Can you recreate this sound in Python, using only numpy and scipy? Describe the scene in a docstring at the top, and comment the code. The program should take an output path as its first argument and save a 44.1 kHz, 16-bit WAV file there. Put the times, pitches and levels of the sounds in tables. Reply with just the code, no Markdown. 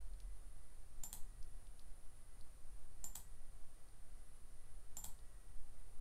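"""A quiet office: a building rumbles, a fan hums, a thin whine swings in pitch and electronics sizzle
throughout. A deep drone dies away in the first second, and faint ticks come now and then. At about 1, 3 and 5
seconds a computer mouse is clicked close by. Each press snaps the plastic shell, pings the switch spring and
knocks on the desk. A tenth of a second later the button snaps back up with far less ring. The walls return both
snaps."""
import sys
import numpy as np
from scipy import signal
from scipy.fft import rfft, irfft, next_fast_len
from scipy.io import wavfile
from scipy.ndimage import uniform_filter1d

SR = 44100
rng = np.random.default_rng(int(sys.argv[2]) if len(sys.argv) > 2 else 0)


def unload_wav(signal):
    """Save mono or channel-first audio to the path in sys.argv[1] as 16-bit WAV at rate SR, clipped to [-1, 1]."""
    wavfile.write(
        sys.argv[1],
        SR,
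        np.round(np.clip(np.atleast_2d(signal).T, -1, 1) * 32767).astype(np.int16),
    )


N = 264688
TIME = np.arange(N) / SR

# The button going down, and coming back up. A fade time is how long a sound takes to drop by 60 dB.
# (time [s], snap level [dB], spring level [dB], knock level [dB], rise time [s], fade time [s])
BUTTON_DOWN = [(1.0368, -25.5, -41, -31.5, .0002, .01), (3.0423, -27, -40, -32, .0002, .012),
               (4.9691, -26.5, -40, -31.5, .0002, .01)]
BUTTON_UP = [(1.1295, -22, -57, -31, .00005, .006), (3.1559, -22.5, -68, -31.5, 0.000042, 0.0074),
             (5.0431, -23, -67, -29.5, .0004, 0.0093)]
# How the plastic shell colours the snap going down, and coming up: (frequency [Hz], boost [dB])
SHELL_DOWN = [(150, -12.5), (400, -12), (1300, -13), (2700, -11.5), (3400, -4.5), (4100, -10), (5400, -4),
              (6900, -3.5), (7700, 9), (8800, -4.5), (9700, -1), (11300, -14), (11800, 1), (13000, -7),
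              (14000, -8), (15700, -25)]
SHELL_UP = [(150, -16.5), (1300, -14.5), (2950, -14), (3330, -1.5), (3700, -6), (4150, -4), (4700, -8.5),
            (5600, -9.5), (6700, -3), (7950, 5.5), (8250, 2), (8580, 4.5), (8950, -0.5), (9500, -3.5),
            (11000, -10.5), (12400, -2.5), (13100, -2.5), (14200, -4), (15100, -1.5), (15750, -26)]
def button(snaps, shell, alike=0.91, size=4096):
    """Each snap rattles the shell in much the same way, a quick finger more crisply than a slow one."""
    out = np.zeros(N)
    usual = rng.standard_normal(size)
    for start, db, _, _, rise_s, fade_s in snaps:
        contacts = alike * usual + np.sqrt(1 - alike ** 2) * rng.standard_normal(size)
        add(out, start, amp(db) * snap(contacts, shell, fade_s, rise_s))
    return out


def snap(contacts, colour, fade_s, rise_s=.00003):
    """A burst of tiny hits builds up, dies away and takes on the colour of the thing that is hit."""
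    size = len(contacts)
    t = np.arange(size) / SR
    rattle = np.fft.fft(contacts * (1 - np.exp(-t / rise_s)) * amp(-60 * t / fade_s))
    rattle /= np.sqrt(uniform_filter1d(abs(rattle) ** 2, 35, mode="wrap"))  # even out chance peaks
    log_gain = np.log(amp(look_up(colour, abs(np.fft.fftfreq(size, 1 / SR)))))
    response = np.exp(np.conj(signal.hilbert(log_gain)))  # rings after a hit, never before
    sound = np.fft.ifft(rattle * response).real
    return unit(sound * (1 - t / t[-1]) ** 2) / np.sqrt(size)


# The notes of the switch spring: (pitch [Hz], level [dB], fade time [s])
SPRING_NOTES = [(7260, -3.5, 0.051), (7140, -20.5, 0.3), (7256, -14, 0.22), (7290, -25, 0.33),
                (11620, -21, 0.071), (11937, -23, 0.12), (11800, -21, 0.12), (12683, -25, .22),
                (12916, -41, .22)]
def spring(damped_fade_s=.02):
    """A press rings the spring, whose close notes throb. 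The release stops it with a fainter ping."""
    out, ping = np.zeros(N), ring(SPRING_NOTES)
    t = TIME[:len(ping)]
    for (down, _, down_db, *_), (up, _, up_db, *_) in zip(BUTTON_DOWN, BUTTON_UP):
        since_release = np.maximum(t - (up - down), 0)
        add(out, down, amp(down_db - 60 * since_release / damped_fade_s) * ping)
        add(out, up, amp(up_db) * ping)
    return out


# The notes of the hollow mouse on the desk: (pitch [Hz], level [dB], fade time [s])
BODY_NOTES = [(194.7, -29.5, 0.065), (278, -37, 0.048), (765, -25.5, 0.017), (885, -20.5, 0.019)]
def knocks(rise_s=0.00019):
    """Every snap also knocks the hollow mouse and the desk, which take a moment to answer."""
    out, knock = np.zeros(N), ring(BODY_NOTES)
    knock *= 1 - np.exp(-TIME[:len(knock)] / rise_s)
    for start, _, _, knock_db, _, _ in BUTTON_DOWN + BUTTON_UP:
        add(out, start, amp(knock_db) * knock)
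    return out


# The switch's little peg slips just before a snap: (time [s], level [dB], length [s])
PEG_SLIPS = [(1.0337, -44.5, 0.0028), (3.0403, -47, 0.0031), (3.1515, -45.5, 0.0034),
             (5.0396, -44.5, 0.0018), (5.042, -49, 0.0015)]
def slips(spring_hz=7280, scrape=0.55):
    """Rubbing swells for a moment and sets the spring singing."""
    out = np.zeros(N)
    rub = tone(spring_hz) + scrape * noise(SHELL_UP)
    for start, db, length in PEG_SLIPS:
        progress = np.clip((TIME - start) / length, 0, 1)
        out += amp(db) * rub * np.sin(np.pi * progress ** 2.7)
    return out


# Faint ticks around the clicks: (time [s], level [dB], pitch [Hz], spread in pitch [Hz])
FAINT_TICKS = [(0.135, -48.5, 4250, 1400), (0.202, -41, 4400, 5000), (1.4277, -41.5, 5200, 2400),
               (1.6702, -47.5, 3400, 4500), (1.794, -41, 4250, 2000), (2.4100, -42.5, 4400, 1100),
               (3.8867, -51, 4500, 1400), (5.1903, -48, 4100, 2300)]
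def ticks(fizz_db=-11, fizz_hz=10000, fizz_width_hz=4000):
    """Small dry ticks, each ringing briefly at its own pitch under a little fizz."""
    out, hz = np.zeros(N), np.geomspace(100, 18000, 200)
    fizz = amp(fizz_db) / (1 + (2 * (hz - fizz_hz) / fizz_width_hz) ** 2)
    for start, db, pitch, width in FAINT_TICKS:
        peak = 1 / (1 + ((hz / pitch - pitch / hz) * pitch / width) ** 2)
        colour = np.c_[hz, 20 * np.log10(np.hypot(peak, fizz))]
        add(out, start, amp(db) * snap(rng.standard_normal(4096), colour, fade_s=0.014))
    return out


def bright_echo(sound, echo_db, delay_s=.0082, beam_hz=9450, width_hz=2100):
    """A hard surface nearby throws the click back, brightest where the button beams its treble."""
    out = np.zeros(N)
    beamed = signal.lfilter(*signal.iirpeak(beam_hz, beam_hz / width_hz, fs=SR), sound)
    add(out, delay_s, amp(echo_db) * (sound + 0.97 * beamed))
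    return out


# Echoes from wall, ceiling and shelves: (delay [s], bass strength [ratio], treble strength [ratio])
ROOM_ECHOES = [(.0013, 0.09, 0.082), (.0048, 0.28, .05), (0.015, 0.41, 0.091), (0.0185, 0.47, .2),
               (0.0209, .6, .27)]
# How long the room keeps sounding: (frequency [Hz], fade time [s])
ROOM_FADE = [(200, 0.43), (900, 0.34), (4000, 0.31), (8000, 0.31), (13000, 0.21), (16000, 0.15)]
# The colour of that lingering sound: (frequency [Hz], boost [dB])
ROOM_COLOUR = [(200, 3), (650, -2), (1400, 1), (3200, -4), (4500, -2.5), (8000, -4), (9700, 3), (12600, 7),
               (14000, -1)]
def room(sound, tail_db, echo_db, build_s=0.0056, bass_below_hz=2000):
    """The sound arrives directly, then as a few echoes and a fading tail of many blurred together."""
    hz, t, bands = signal.stft(rng.standard_normal(SR // 2), SR, nperseg=256)
    band_db = look_up(ROOM_COLOUR, hz)[:, None] - 60 * t / look_up(ROOM_FADE, hz)[:, None]
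    _, tail = signal.istft(bands * amp(band_db), SR, nperseg=256)
    tail *= 1 - np.exp(-(TIME[:len(tail)] / build_s) ** 2)
    out = sound + signal.fftconvolve(sound, amp(tail_db) * tail / np.linalg.norm(tail))[:N]
    bass = signal.lfilter(*signal.butter(1, bass_below_hz, fs=SR), sound)
    for delay, bass_gain, treble_gain in ROOM_ECHOES:
        add(out, delay, amp(echo_db) * (bass_gain * bass + treble_gain * (sound - bass)))
    return out


# Waves bouncing between the walls make some pitches of the whine louder: (pitch [Hz], level [dB])
WHINE_LOUDNESS = [(1922, -87), (1935, -88), (1947, -95), (1961, -101), (1974, -89), (1983, -90.5),
                  (1997, -95.5), (2011, -90.5)]
def whine(middle_hz=1967, swing_hz=44.12, period_s=1.98, lowest_at_s=1.32, flicker_db=2.5):
    """A thin whine swings slowly up and down in pitch while its level flickers."""
    turn = 2 * np.pi * (TIME - lowest_at_s) / period_s
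    swing = -np.cos(turn + .13 * (1 - np.cos(turn)))  # climbs faster than it sinks
    pitch = middle_hz + swing_hz * swing
    return amp(look_up(WHINE_LOUDNESS, pitch) + flicker_db * drift(11)) * tone(pitch)


# The sizzle surges up, or sags down: (time [s], length [s], full pitch change [Hz])
SIZZLE_SURGES = [(0.199, .58, 450), (1.24, 1.12, 471), (2.649, .13, 480), (3.3, .2, 299.5),
                 (4.17, .28, 580), (4.548, 0.26, 558.5), (5.33, .5, -200), (5.871, 0.21, 404.5)]
# High tones that stay in place: (pitch [Hz], level [dB])
SIZZLE_TONES = [(8760, -93), (8940, -88), (9120, -93), (9220, -89.5), (9300, -89.5), (9400, -85.5),
                (9615, -88), (9790, -95.5)]
# The colour of the high hiss around them: (frequency [Hz], boost [dB])
SIZZLE_COLOUR = [(7500, -29), (8450, -5.5), (8750, 2.5), (9400, -2.5), (9900, -0.5), (10400, -2.5),
                 (11200, -21)]
def sizzle(rest_hz=9430, rest_db=-81.5, db_per_hz=0.0076, glide_s=.12, waver_hz=80, width_hz=340):
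    """Electronics sizzle over faint tones and hiss, growing louder as the pitch surges upward."""
    rise_hz = np.zeros(N)
    for start, length, hz in SIZZLE_SURGES:
        inside_s = np.minimum(TIME - start, start + length - TIME)
        rise_hz += hz * np.clip(.5 + inside_s / glide_s, 0, 1)
    pitch = rest_hz + rise_hz + waver_hz * drift(12)
    # fast random wobble smears the tone into a narrow band of noise
    band = unit(drift(width_hz) * tone(pitch) + drift(width_hz) * tone(pitch, np.pi / 2))
    tones = sum(amp(db) * tone(hz, 0.97 * drift(25)) for hz, db in SIZZLE_TONES)
    return amp(rest_db + db_per_hz * rise_hz) * band + tones + amp(-79.5) * noise(SIZZLE_COLOUR)


# The colours of the building's rumble and of the air and microphone hiss: (frequency [Hz], boost [dB])
RUMBLE_COLOUR = [(1.5, 5.5), (5, 7), (11, 3.5), (18, -7.5), (27, -12), (38, -12.5), (55, -21), (70, -26),
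                 (85, -25.5), (100, -31), (140, -37), (250, -45), (600, -83)]
HISS_COLOUR = [(30, 4.5), (200, 9), (350, 13), (750, 10.5), (950, 7), (1400, 7), (2200, 1.5), (3300, -1),
               (4200, 0), (6000, -1.5), (8400, 0), (11300, -3), (13500, -4.5), (15800, -11)]
# The tones in the fan's hum: (pitch [Hz], level [dB])
FAN_TONES = [(114, -81), (176, -96), (236, -91.5), (705, -92.5), (797, -95), (1092, -94), (1175, -96),
             (1222, -98)]
def building(drone_hz=41.97, drone_hold_s=0.35, fall_db_per_s=150):
    """Lumpy rumble, a wavering fan hum and a deep drone that soon dies away, over an even hiss."""
    rumble = amp(-44 + 1.2 * drift(5)) * noise(RUMBLE_COLOUR)
    hum = sum(amp(db + 2.5 * drift(4.1)) * tone(hz, 1.16 * drift(6)) for hz, db in FAN_TONES)
    drone = amp(-52.5 - fall_db_per_s * np.maximum(TIME - drone_hold_s, 0)) * tone(drone_hz)
    hiss = amp(-73 + 0.24 * drift(17)) * noise(HISS_COLOUR)
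    return rumble + hum + drone + hiss


def amp(db):
    """Turns decibels into a number to multiply a sound by."""
    return 10 ** (np.asarray(db) / 20)


def unit(x):
    """Scales a signal to an average strength (rms) of 1."""
    return x / np.sqrt(np.mean(x ** 2) + 1e-30)


def look_up(table, hz):
    """Reads between the rows of a frequency table, giving each octave equal room."""
    row_hz, value = np.transpose(table)
    return np.interp(np.log(hz + 0.00092), np.log(row_hz), value)


def add(mix, start_s, sound):
    """Mixes a sound in at the given time."""
    part = mix[max(round(start_s * SR), 0):][:len(sound)]
    part += sound[:len(part)]


def noise(colour):
    """Steady noise of strength 1. Its colour is its balance of low and high frequencies."""
    size = next_fast_len(N, real=True)
    gain = amp(look_up(colour, np.fft.rfftfreq(size, 1 / SR)))
    return unit(irfft(rfft(rng.standard_normal(size)) * gain, size)[:N])


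def drift(rate_hz, size=16384):
    """A smooth random wobble of strength 1, up to about rate_hz wiggles a second."""
    t = np.linspace(0, TIME[-1], size)
    keep_slow = np.exp(-(np.fft.rfftfreq(size, t[1]) / rate_hz) ** 2)
    wobble = irfft(rfft(rng.standard_normal(size)) * keep_slow)
    return np.interp(TIME, t, unit(wobble))


def tone(hz, phase=0):
    """A pure tone of strength 1 that follows a pitch."""
    return np.sqrt(2) * np.sin(2 * np.pi * np.cumsum(hz * np.ones(N)) / SR + phase)


def ring(notes, size=8192):
    """The notes of a struck object, each fading at its own speed."""
    t = np.arange(size) / SR
    return sum(amp(db - 60 * t / fade_s) * np.sin(2 * np.pi * hz * t) for hz, db, fade_s in notes)


def scene():
    """The mouse and the ticks sound into the room, over the building and the electronics."""
    press, release = button(BUTTON_DOWN, SHELL_DOWN), button(BUTTON_UP, SHELL_UP)
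    down = room(press, tail_db=-1.5, echo_db=-10) + bright_echo(press, echo_db=-11.5)
    up = room(release, tail_db=-1.5, echo_db=-5.5) + bright_echo(release, echo_db=-9.5)
    ping = room(spring(), tail_db=-7.5, echo_db=-15)
    body = room(knocks(), tail_db=-2.5, echo_db=-4)
    small = room(slips() + ticks(), tail_db=-10, echo_db=-8)
    small += bright_echo(small, echo_db=-18)
    return (down + up + ping + body + small + building() + whine() + sizzle())[None]


def record(dry):
    """Softens both ends and cuts away the very highest treble."""
    faded = dry * signal.windows.tukey(N, .004)
    treble_cut = signal.firwin(511, cutoff=15780, window=("kaiser", 9), fs=SR)
    return signal.oaconvolve(faded, treble_cut[None], "same")


dry = scene()
out = record(dry)
unload_wav(out)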